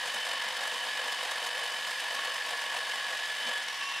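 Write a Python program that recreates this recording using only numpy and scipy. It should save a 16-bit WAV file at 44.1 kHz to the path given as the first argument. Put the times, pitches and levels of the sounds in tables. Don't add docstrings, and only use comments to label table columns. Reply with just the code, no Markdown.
import sys
import numpy as np
from scipy import signal
from scipy.fft import rfft, irfft
from scipy.io import wavfile

SR = 44100
rng = np.random.default_rng(int(sys.argv[2]) if len(sys.argv) > 2 else 0)


def put_to_file(sound):
    columns = np.atleast_2d(sound).T
    safe = np.clip(columns, -1, 1)
    whole_steps = np.round(safe * 32767)
    wavfile.write(sys.argv[1], SR, whole_steps.astype(np.int16))


N = 176400

TURN_HZ, FIRST_TURN_S = 46.87, .016
CLATTER_PER_S, CHATTER_PER_S = 8000, 290
GEAR_DB, BLADE_DB = -36.5, -47.5
WOBBLE_RATIO, WOBBLE_PER_S = 0.00152, 23.4
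JITTER_PER_S, FLUTTER_DB = 166, 1.2
RASP_PER_S, CRACKS_PER_S, SNIP_S = 3000, 5000, 0.0082
BUMP_HZ, BUMP_SPREAD_HZ = 236.3, 20
ROOM_T60_S, ECHO_DB, RUMBLE_DB = 0.13, -15, -80
LOWER_MID_S, LOWER_LENGTH_S, LOWERED_SIDE_DB = 3.66, .1, 2
LOWPASS_HZ = 15700

# freq_hz, gain_db
GEAR_SPECTRUM = [(40, -41.5), (100, -33.5), (160, -23), (280, -17), (420, -20.5), (490, -10), (900, -3),
                 (1300, -7), (1750, 1), (2300, -1.5), (3600, -1), (5000, -10.5), (6500, -18), (15000, -38)]
# freq_hz, gain_db
BLADE_SPECTRUM = [(500, -25), (3000, 0.5), (5500, 1.5), (7000, 1.5), (9800, -2), (11500, -7),
                  (13500, -15.5), (15700, -20.5)]
# centre_hz, width_hz, gain_db
CASE_PEAKS = [(496, 66, 5.5), (712, 66, 4), (960.5, 47, 6.5), (1099, 89, 7), (1592, 53, 3.5),
              (1710, 79, 7.5), (1875, 100, 3.5), (2998, 130, 7.5), (3820, 120, 3), (4300, 120, 5.5),
              (4720, 320, 4), (5236, 150, 7), (5850, 130, 2.5), (9660, 450, 1)]
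# centre_hz, width_hz, gain_db
CASE_DIPS = [(4125, 310, -5.5), (5680, 480, -3), (7140, 240, -2)]
# time_s, gear_gain_db, blade_gain_db
DRIVE_GAINS = [(0, 0.5, 2), (.3, .5, -1), (.95, 0.5, 0), (1.95, 0, 0.5), (2.25, .5, -1.5), (3.35, 0, 1),
               (3.56, -0.5, 1), (3.65, 0, -0.5), (3.85, 0, -0.5), (4, -.5, -1.5)]
# time_s, pitch_hz
WHINE_PITCH = [(0, 1697), (.2, 1716), (.3, 1708), (.4, 1717), (.75, 1700), (.93, 1716), (1.06, 1707),
               (1.16, 1701), (1.36, 1720), (1.6, 1716), (1.71, 1698), (1.82, 1712), (1.96, 1690),
               (2.15, 1702), (2.42, 1715), (2.95, 1702), (3.11, 1698), (3.28, 1728), (3.5, 1714), (4, 1720)]
# [(time_s, level_db)]
MOTOR_TONES = [ (1703, 0.00318, [(0, -45), (.15, -45), (.55, -47), (.68, -41), (1.0, -45), (1.12, -38),
               (1.27, -51), (1.72, -40.5), (1.94, -46), (2.1, -43.5), (2.8, -45.5), (3.2, -41),
               (3.39, -46.5), (3.52, -39), (3.61, -38.5), (3.66, -51), (4, -47)]),
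               (3022, .0022, [(0, -47.5), (.32, -44), (.47, -48), (.88, -43), (.96, -51), (1.15, -43.5),
               (1.28, -56), (1.38, -48), (1.8, -45.5), (2.2, -52), (3.2, -53), (3.46, -41.5), (3.57, -43),
               (3.65, -61), (4, -48)]), (1772, 0.0041, [(0, -58), (.3, -46.5), (.7, -52), (2.0, -49),
               (2.3, -45), (2.6, -53), (3.05, -51), (3.27, -49), (3.5, -73), (3.75, -54), (3.9, -47),
               (4, -52)]), (1103, .014, [(0, -54), (1.5, -58), (2.0, -58), (2.2, -48), (2.9, -51),
               (3.1, -69), (3.7, -60), (3.85, -41), (4, -53)]), (3386, 0.00302, [(0, -68), (3.1, -60),
               (3.3, -49), (3.46, -67), (3.55, -41), (3.64, -58), (4, -62)])]
# freq_hz, gain_db
RASP_SPECTRUM = [(50, -38), (130, -22.5), (160, -23.5), (190, -24.5), (250, -15.5), (330, -22.5),
                 (420, -14), (480, -3.5), (720, -0.5), (1000, -2), (1400, -5), (2500, -6.5), (5000, -19.5),
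                 (10000, -21.5), (15000, -45)]
# centre_s, length_s, level_db
RASP_STROKES = [(.065, 0.054, -41), (.16, 0.026, -38), (.305, 0.066, -39), (.45, 0.054, -42.5),
                (.51, 0.033, -41), (.645, 0.072, -38.5), (.74, 0.033, -38.5), (.87, 0.055, -41),
                (1.0, .04, -40), (1.06, 0.065, -40), (1.13, .04, -41), (1.24, .06, -38.5),
                (1.32, .07, -42.5), (1.45, .09, -42), (1.615, 0.084, -40), (1.74, .06, -43),
                (1.87, 0.046, -39), (2.05, 0.064, -49), (2.16, 0.085, -40), (2.275, .06, -43),
                (2.36, 0.034, -43), (2.515, 0.059, -39.5), (2.64, 0.055, -42.5), (2.755, 0.058, -39),
                (2.92, 0.16, -44.5), (3.12, 0.06, -40.5), (3.495, 0.045, -41.5)]
# time_s, level_db
CONTACT_LEVEL = [(0, -51.5), (1.6, -53), (2.0, -50), (3.1, -52), (3.35, -50), (3.58, -44), (3.68, -62),
                 (4, -70)]
# freq_hz, gain_db
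CRACK_SPECTRUM = [(200, -23), (600, 5), (2500, -4.5), (5000, 4), (8000, 3), (10500, -2), (13500, -8),
                  (15700, -37)]
# centre_s, level_db
TUFT_SNIPS = [(.06, -44), (.077, -41.5), (.121, -48), (.145, -41), (.161, -44), (.187, -52), (0.255, -41.5),
              (.271, -46), (.292, -44), (.313, -49), (.337, -43), (.423, -46), (.446, -43), (.487, -44),
              (.571, -42), (.612, -44), (.639, -43), (.676, -44), (.739, -46), (1.081, -43), (1.125, -42),
              (1.15, -50), (1.234, -42), (1.257, -49), (1.316, -40), (1.43, -46), (1.449, -44),
              (1.469, -39.5), (1.492, -50), (1.558, -48), (1.58, -43), (1.644, -42), (1.695, -46),
              (1.75, -47), (1.874, -42), (1.913, -44), (2.007, -44), (2.041, -48), (2.124, -46),
              (2.151, -43), (2.253, -41), (2.346, -41.5), (2.364, -44), (2.38, -48), (2.465, -45),
              (2.492, -45), (2.511, -41.5), (2.618, -42.5), (2.772, -45), (2.79, -48), (2.914, -46),
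              (2.955, -46), (3.49, -43), (3.538, -49)]
# time_s, level_db
STUBBLE_LEVEL = [(0, -61), (.28, -51), (.4, -60), (.8, -50), (1.1, -53), (1.65, -53), (1.95, -51.5),
                 (2.5, -51.5), (3.2, -56), (3.5, -61), (3.68, -64), (4, -70)]
# freq_hz, gain_db
RUMBLE_SPECTRUM = [(20, -1), (60, 4), (150, 8), (500, -14), (15000, -45)]
# freq_hz, gain_db
DIFFUSE_SPECTRUM = [(60, -9), (150, -11), (380, -8.5), (490, -19.5), (1000, -26), (1300, -18.5),
                    (1650, -39), (1950, -15.5), (2950, -23.5), (3500, -14.5), (4500, -16), (6500, -10.5),
                    (9000, -8), (12000, -3.3), (15000, -4)]
# centre_s, length_s, level_db
LIP_BUMPS = [(.16, 0.032, -61), (.46, 0.027, -65), (1.23, .04, -71), (2.15, 0.032, -66),
             (3.477, 0.022, -51.5)]
# centre_hz, width_hz, gain_db
LOWERED_PEAKS = [(593, 270, -3), (3020, 160, -1), (4150, 210, 2), (4600, 400, -3.5), (5700, 450, 7),
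                 (7050, 400, 1), (7850, 700, -1.5)]
# time_s, pitch_hz, level_db
SQUEAL_PATH = [(3.6, 2930, -80), (3.72, 2830, -57), (3.78, 2810, -53), (3.82, 2693, -46),
               (3.88, 2740, -40.5), (4, 2700, -47)]

TIME_S = np.arange(N) / SR
FREQ_HZ = np.arange(N // 2 + 1) * SR / N


def undb(db):
    return 10 ** (np.asarray(db) / 20)


def unit_rms(x):
    return x / np.sqrt(np.mean(x ** 2))


def curve(rows, column=1):
    rows = np.array(rows, float)
    return np.interp(TIME_S, rows[:, 0], rows[:, column])


def wander(rate_per_s):
    spectrum = rfft(rng.standard_normal(N))
    return unit_rms(irfft(spectrum / (1 + (2 * FREQ_HZ / rate_per_s) ** 4), N))


def colour(x, spectrum, peaks=()):
    freq_hz, gain_db = np.array(spectrum, float).T
    response_db = np.interp(np.log(FREQ_HZ + 1), np.log(freq_hz), gain_db)
    for centre_hz, width_hz, peak_db in peaks:
        response_db += peak_db / (1 + (2 * (FREQ_HZ - centre_hz) / width_hz) ** 2)
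    cepstrum = irfft(np.log(undb(response_db)), N)
    cepstrum[1:N // 2] *= 2
    cepstrum[N // 2 + 1:] = 0
    return irfft(rfft(x) * np.exp(rfft(cepstrum)), N)


def clicks(rate_per_s, spread_db):
    size = undb(spread_db * np.clip(rng.standard_normal(N), -2, 2))
    hits = rng.random(N) < rate_per_s / SR
    polarity = np.sign(rng.standard_normal(N))
    return unit_rms(hits * size * polarity)


def swells(rows):
    power = np.zeros(N)
    for centre_s, length_s, level_db in rows:
        offset_s = TIME_S - centre_s
        near = np.abs(offset_s) < 2 * length_s
        power[near] += undb(level_db) ** 2 * .5 ** ((2 * offset_s[near] / length_s) ** 2)
    return np.sqrt(power)


def throb(depth):
    return 1 + depth * np.cos(2 * np.pi * TURN_HZ * (TIME_S - FIRST_TURN_S))


def drive_clatter():
    chatter = wander(CHATTER_PER_S)

    def rattle(spectrum, spread_db, throb_depth, chatter_db):
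        impacts = clicks(CLATTER_PER_S, spread_db) * throb(throb_depth) * undb(chatter_db * chatter)
        return unit_rms(colour(impacts, spectrum, CASE_PEAKS + CASE_DIPS))

    gears = rattle(GEAR_SPECTRUM, spread_db=3.5, throb_depth=0.19, chatter_db=0.62)
    blades = rattle(BLADE_SPECTRUM, spread_db=3, throb_depth=0.18, chatter_db=1.9)
    gears *= undb(GEAR_DB + curve(DRIVE_GAINS))
    blades *= undb(BLADE_DB + curve(DRIVE_GAINS, column=2))
    at_face = gears + blades
    lowered = colour(at_face, [(1, 0)], LOWERED_PEAKS)
    return at_face * (1 - lowering()) + lowered * lowering()


def tone(pitch_hz, level_db, jitter_ratio):
    shaken_hz = pitch_hz * (1 + jitter_ratio * wander(JITTER_PER_S))
    phase = 2 * np.pi * np.cumsum(shaken_hz) / SR
    flutter = undb(FLUTTER_DB * wander(JITTER_PER_S))
    return unit_rms(np.sin(phase) * flutter) * undb(level_db)


def motor_whine():
    pitch_hz = curve(WHINE_PITCH)
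    speed_ratio = pitch_hz / pitch_hz.mean() + WOBBLE_RATIO * wander(WOBBLE_PER_S)
    return sum(tone(mean_hz * speed_ratio, curve(levels), jitter_ratio)
               for mean_hz, jitter_ratio, levels in MOTOR_TONES)


def comb_rasp():
    friction = clicks(RASP_PER_S, spread_db=3) * throb(depth=0.33)
    rasp = unit_rms(colour(friction, RASP_SPECTRUM, CASE_PEAKS))
    return rasp * np.hypot(swells(RASP_STROKES), undb(curve(CONTACT_LEVEL)))


def hair_cracks():
    cuts = clicks(CRACKS_PER_S, spread_db=8)
    cracks = unit_rms(colour(cuts, CRACK_SPECTRUM, CASE_PEAKS + CASE_DIPS))
    snips = swells([(centre_s, SNIP_S, level_db) for centre_s, level_db in TUFT_SNIPS])
    return cracks * np.hypot(snips, undb(curve(STUBBLE_LEVEL)))


def room_rumble():
    return undb(RUMBLE_DB) * unit_rms(colour(rng.standard_normal(N), RUMBLE_SPECTRUM))


def tile_echoes(x):
    delay_s = np.arange(SR // 2) / SR
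    decay = np.exp(-np.log(1000) * delay_s / ROOM_T60_S)
    tail = rng.standard_normal(len(delay_s)) * decay * (delay_s > .003)
    tail /= np.sqrt(np.sum(tail ** 2))
    return undb(ECHO_DB) * irfft(rfft(x) * rfft(tail, N), N)


def lip_bumps():
    pitch_hz = BUMP_HZ + BUMP_SPREAD_HZ * wander(rate_per_s=113)
    phase = 2 * np.pi * np.cumsum(pitch_hz) / SR
    return unit_rms(np.sin(phase)) * swells(LIP_BUMPS)


def lowering():
    return np.clip((TIME_S - LOWER_MID_S) / LOWER_LENGTH_S + .5, 0, 1)


def blade_squeal():
    return tone(curve(SQUEAL_PATH), curve(SQUEAL_PATH, column=2), jitter_ratio=0.0022)


def scene():
    direct, diffuse = (drive_clatter() + comb_rasp() + hair_cracks() + room_rumble() for _ in range(2))
    mid = direct + tile_echoes(direct) + motor_whine() + blade_squeal() + lip_bumps()
    side = colour(diffuse, DIFFUSE_SPECTRUM) * undb(LOWERED_SIDE_DB * lowering())
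    return np.array([mid + side, mid - side])


def record(dry):
    return signal.sosfilt(signal.ellip(10, .1, 80, LOWPASS_HZ, fs=SR, output="sos"), dry)


dry = scene()
out = record(dry)
put_to_file(out)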